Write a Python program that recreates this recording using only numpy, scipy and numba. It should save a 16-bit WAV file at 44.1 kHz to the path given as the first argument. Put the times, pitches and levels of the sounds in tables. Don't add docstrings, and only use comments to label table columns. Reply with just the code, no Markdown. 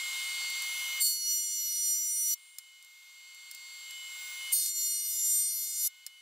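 import sys
import numpy as np
from scipy import signal
from scipy.fft import rfft, irfft
from scipy.io import wavfile
from scipy.ndimage import uniform_filter1d, map_coordinates
from numba import njit

SR = 44100
rng = np.random.default_rng(int(sys.argv[2]) if len(sys.argv) > 2 else 0)


def transcribe(signal):
    frames = np.atleast_2d(signal).T
    limited = np.clip(frames, -1, 1)
    pcm = np.round(limited * 32767).astype(np.int16)
    wavfile.write(sys.argv[1], SR, pcm)


N = 273861
T = np.arange(N) / SR

# multiple of the blade rate, level in dB.
IMPELLER_PARTIALS = [(1, -39), (2, -56), (3, -63), (4, -61)]
# frequency in Hz, level in dB.
MOTOR_TONES = [(355.5, -85), (426, -88), (721, -75.5), (1040, -68), (1442, -67), (2880, -56), (3209, -72.5),
               (3520, -72.5), (14314, -60)]
# frequency in Hz, relative level in dB.
AIR_SPECTRUM = [(250, -55), (340, -41), (520, -31.5), (750, -15), (1080, -4.5), (1800, -8.5), (2400, -1.5),
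                (3700, 4.5), (5400, -3), (7000, -1.5), (8600, -2.5), (9800, -9.5), (12000, -9.5),
                (15500, -11.5)]
# multiple of the strike rate, relative dB under the guard, and uncovered.
WHISTLE_PARTIALS = [(1, -64.5, -62), (2, -48, -47.5), (3, -50, -50), (4, -54, -54), (5, -48.5, -46),
                    (6, -58.5, -54.5), (7, -57, -52), (8, -60.5, -68.5), (9, -70, -57), (10, -61.5, -57)]
GUARD_SWINGS = [(0.348, 2.7), (4.05, 6.065)]
# start in seconds, level in dB, the crack's
# 60 dB decay time in seconds, its low cut in Hz.
KNOCK_EVENTS = [(0.501, -33.5, 0.039, 10000), (0.621, -31, .025, 7000), (2.5846, -11, 0.019, 3930),
                (2.826, -27, 0.0095, 5970), (2.847, -28, .02, 6000), (3.347, -33, .02, 6000),
                (3.5127, -21.5, 0.017, 4790), (3.5483, -23.5, 0.011, 4400), (3.9086, -29, 0.015, 5000),
                (6.0647, -8, 0.013, 4700)]
# frequency in Hz, width in Hz, relative level in dB.
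MACHINE_MODES = [(4250, 39, -7), (5280, 83, 3.5), (7570, 130, 3.5), (8700, 74, 3), (11200, 140, 4),
                 (11600, 74, -12), (14200, 110, -7)]
# bite, full cut and exit in seconds, then offsets in dB for the low and
BOARD_PASSES = [(1.002, 1.052, 2.340, 1, -1, -4, -6), (4.519, 4.548, 5.875, -3, 0.5, -4.5, 0.5)]
# time in seconds, strike rate in Hz.
LOADED_SPEEDS = [
    [(1.03, 1476.2), (1.05, 1471.5), (1.14, 1471.0), (1.28, 1461.2), (1.35, 1464.9), (1.75, 1459.0),
     (2.05, 1465.9), (2.23, 1463.1), (2.33, 1466.9)],
    [(4.54, 1466.5), (4.61, 1459.0), (4.86, 1446.7), (4.91, 1450.0), (5.05, 1448.9), (5.08, 1455.4),
     (5.22, 1449.7), (5.85, 1454.9), (5.87, 1459.1)],
]
# multiple of the strike rate, level in dB within the register.
SCREAM_PARTIALS = [
    [(2, -15), (3, 0)],
    [(4, 1)],
    [(5, -1), (6, -0.5)],
    [(7, -8), (8, -8), (9, -5.5), (10, -10)],
]
# steady relative level in dB,
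# change at the bite in dB, its fade time in seconds, change at the exit in dB.
CUT_ENVELOPES = [(-46.5, 13, 0.42, 5.5), (-37.5, -9, 0.069, 2), (-37, 12, 0.049, -2.5),
                 (-37, 19.5, 0.043, 8), (-46.5, 10, 0.27, 7.5)]
# centre in seconds,
# half length in seconds, change of the scream in dB, change of the chips in dB.
PUSH_AND_GRAIN = [(1.175, 0.047, -3, -6), (1.312, 0.063, 4.5, -3), (1.47, 0.11, -3, -0.5),
                  (1.705, 0.14, 0, 5), (1.9, .05, 2, 1), (4.653, 0.047, -3, 4), (4.733, 0.031, -4.5, -9.5),
                  (5.036, 0.1, -2, 0.5), (5.297, 0.17, 2.5, 4.5), (5.713, 0.067, -5, 1)]
# frequency in Hz, relative level in dB.
CHIP_SPECTRUM = [(2000, -16), (3000, -16), (3650, -5.5), (4200, -5), (5100, -0.5), (5600, 0), (6600, 2.5),
                 (7700, -0.5), (9400, 0.5), (10600, -2.5), (12300, 3), (15400, -3.5)]
# time in seconds, size relative to an average snap.
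BIG_SPLINTERS = [(4.566, 2.8), (4.599, 2), (5.836, 2.7), (5.849, 4)]
# frequency in Hz, side over mid in dB.
PORT_DIFFERENCE = [(300, -26), (700, -45), (1300, -52), (2100, -56), (3000, -14.5), (4300, -11),
                   (6000, -20), (8000, -38.5), (15000, -21)]


def undb(db):
    return 10 ** (np.asarray(db) / 20)


def unit(x):
    return x / np.sqrt(np.mean(x ** 2))


def colour(x, points):
    hz, db = np.transpose(points)
    bins = np.maximum(np.fft.rfftfreq(N, 1 / SR), 1)
    return irfft(rfft(x) * undb(np.interp(np.log(bins), np.log(hz), db)), N)


def highpass(x, hz, order):
    return signal.sosfilt(signal.butter(order, hz, "high", fs=SR, output="sos"), x)


def walk(rate):
    steps = rng.standard_normal(N // 10)
    return map_coordinates(steps, [T * rate + 2], order=2, mode="wrap")


def ramp(start_s, length_s):
    return np.clip((T - start_s) / length_s, 0, 1)


def turning(hz):
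    return 2 * np.pi * np.cumsum(hz * np.ones(N)) / SR


def tone(phase):
    return np.sqrt(2) * np.cos(phase + 2 * np.pi * rng.random())


def whine(phase, partials, sway_db, sway_rate):
    return sum(undb(db + sway_db * walk(sway_rate)) * tone(k * phase) for k, db in partials)


def dust_collector(blade_hz=2139.7, air_db=-40.7):
    impeller = whine(turning(blade_hz + 0.63 * walk(21)), IMPELLER_PARTIALS, sway_db=0.5, sway_rate=23)
    hum = sum(undb(db + 0.5 * walk(15)) * tone(turning(hz)) for hz, db in MOTOR_TONES)
    air = unit(colour(rng.standard_normal(N), AIR_SPECTRUM)) * undb(air_db + 0.35 * walk(13))
    return impeller + hum + air


def cutter_head(idle_hz=1485.8, recover_s=0.0272):
    speeds = [(0, idle_hz)]
    for (bite, _, leave, *_), loaded in zip(BOARD_PASSES, LOADED_SPEEDS):
        speeds += [(bite, idle_hz), *map(tuple, loaded), (leave + recover_s, idle_hz)]
    strike_hz = np.interp(T, *np.transpose(sorted(speeds)))
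    return turning(strike_hz + 0.72 * walk(20))


def knife_whistle(phase, gain_db=0.5, open_s=0.18, shut_s=0.057):
    aside = sum(ramp(opens, open_s) - ramp(shut - shut_s, shut_s) for opens, shut in GUARD_SWINGS)
    partials = [(k, gain_db + covered + aside * (bare - covered))
                for k, covered, bare in WHISTLE_PARTIALS]
    return whine(phase, partials, sway_db=4.5, sway_rate=3.995)


def knocks(ring_db=-9, thud_db=-12, thud_t60=0.049):
    out, age = np.zeros(N), T[:SR // 10]
    ring = sum(undb(db) * np.exp(-np.pi * width * age) * np.sin(2 * np.pi * hz * age)
               for hz, width, db in MACHINE_MODES)
    for start_s, db, t60, low_cut_hz in KNOCK_EVENTS:
        crack = rng.standard_normal(len(age)) * undb(-60 * age / t60)
        thud = rng.standard_normal(len(age)) * undb(-60 * age / thud_t60)
        blow = highpass(crack + undb(ring_db) * ring, low_cut_hz, order=4)
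        blow += undb(thud_db) * highpass(thud, 1470, order=4)
        start = int(start_s * SR)
        out[start:start + len(age)] += undb(db) * blow[:N - start]
    return out


def scream(phase, partials, beat_depth, detune_hz=0.42):
    out = np.zeros(N)
    strike = phase + 0.012 * walk(260)
    detuned = strike + turning(detune_hz)
    for k, db in partials:
        swell_db, flicker_db = 2 * walk(4), 0.8 * walk(45)
        partial = (tone(k * strike) + beat_depth * tone(k * detuned)) / np.hypot(1, beat_depth)
        out += undb(db + swell_db + flicker_db) * partial
    return out


def knife_buzz(phase):
    lines = sum(undb(3.5 * walk(6)) * tone(k * phase / 3) for k in range(7, 33) if k % 3)
    return unit(colour(lines, CHIP_SPECTRUM))


def chip_chatter(phase):
    lines = np.zeros(N)
    for k in range(2, 10):
        flutter = 1 + 0.35 * walk(50) + 0.7 * walk(380)
        lines += flutter * tone((k + 0.5) * phase + walk(60))
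    return unit(colour(lines, CHIP_SPECTRUM)) * undb(1.5 * walk(9))


def splinters(snaps_per_s=110, decay_s=0.0012):
    snaps = (rng.random(N) < snaps_per_s / SR) * np.minimum(rng.exponential(size=N), 3)
    for start_s, size in BIG_SPLINTERS:
        snaps[int(start_s * SR)] += size
    return signal.lfilter([1], [1, -np.exp(-1 / (decay_s * SR))], snaps)


def tearing(phase):
    hiss = rng.standard_normal(N) * (1 + 0.7 * np.cos(phase))
    crackling = hiss * (1 + 1.4 * splinters())
    return unit(colour(crackling, CHIP_SPECTRUM)) * undb(0.6 * walk(70))


def cut_levels(bite, leave, low_db, chips_db, exit_s=0.096):
    age, remaining = np.maximum(T - bite, 0), np.maximum(leave - T, 0)
    push, grain = sum(np.outer(dbs, np.exp(-((T - centre) / half_length) ** 2))
                      for centre, half_length, *dbs in PUSH_AND_GRAIN)
    low, body, middle, top, chips = (
        steady + at_bite * np.exp(-age / fade_s) + at_exit * np.exp(-remaining / exit_s)
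        for steady, at_bite, fade_s, at_exit in CUT_ENVELOPES)
    registers = np.array([low + low_db, body + low_db, middle, top]) + push
    return registers, chips + chips_db + grain


def cutting(phase, gain_db=20, first_touch_db=-39.5, clear_db_per_s=2400,
            beat_depths=(0.4, 0.25, 0.65, 0.75)):
    nearest = np.argmin([abs(T - (bite + leave) / 2) for bite, _, leave, *_ in BOARD_PASSES], axis=0)
    bite, full, leave, low_db, chip_offset_db, buzz_db, chatter_db = np.array(BOARD_PASSES)[nearest].T
    registers_db, chips_db = cut_levels(bite, leave, low_db, chip_offset_db)
    voice = sum(undb(db) * scream(phase, partials, depth)
                for db, partials, depth in zip(registers_db, SCREAM_PARTIALS, beat_depths))
    buzz = undb(buzz_db + (registers_db[-1] + chips_db) / 2) * knife_buzz(phase)
    chips = undb(chips_db) * (undb(chatter_db) * chip_chatter(phase) + tearing(phase))
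    entry_db = first_touch_db * (1 - ramp(bite, full - bite)) ** 2
    clear_s = np.maximum(bite - T, 0) + np.maximum(T - leave, 0)
    contact = undb(gain_db + entry_db - np.minimum(clear_db_per_s * clear_s, 200))
    return contact * (voice + highpass(buzz + chips, 1900, order=4))


def scene(walls_db=-16, walls_t60=0.064):
    collector, phase = dust_collector(), cutter_head()
    mid = collector + cutting(phase) + knife_whistle(phase) + knocks()
    age = T[:SR // 20]
    tail = rng.standard_normal(len(age)) * undb(-60 * age / walls_t60)
    scatter = signal.fftconvolve(mid, tail / np.linalg.norm(tail))[:N]
    side = colour(signal.hilbert(mid).imag, PORT_DIFFERENCE)
    side += undb(walls_db) * highpass(scatter, 3800, order=6)
    return np.array([mid + side, mid - side])


@njit
def ride_gain(level_db, limit_db, depth_db, attack_s, hold_s, rise_db_per_s, window_db):
    out, gain, wait = np.empty(len(level_db)), 0., 0.
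    for i in range(len(level_db)):
        over = level_db[i] + gain - limit_db
        wait = hold_s if over > -window_db else wait - 1 / SR
        if over > 0:
            gain = max(gain - over / (attack_s * SR), -depth_db)
        elif wait < 0:
            gain = min(gain + rise_db_per_s / SR, 0.)
        out[i] = gain
    return out


def record(dry, top_hz=15650):
    level_db = 10 * np.log10(uniform_filter1d(np.mean(dry ** 2, axis=0), size=200) + 1e-12)
    gain_db = ride_gain(level_db, limit_db=-31.0, depth_db=21.5, attack_s=0.008, hold_s=0.2,
                        rise_db_per_s=9.8, window_db=5.0)
    treble_cut = signal.ellip(10, 0.2, 70, top_hz, fs=SR, output="sos")
    return signal.sosfilt(treble_cut, dry * undb(gain_db))


dry = scene()
out = record(dry)
transcribe(out)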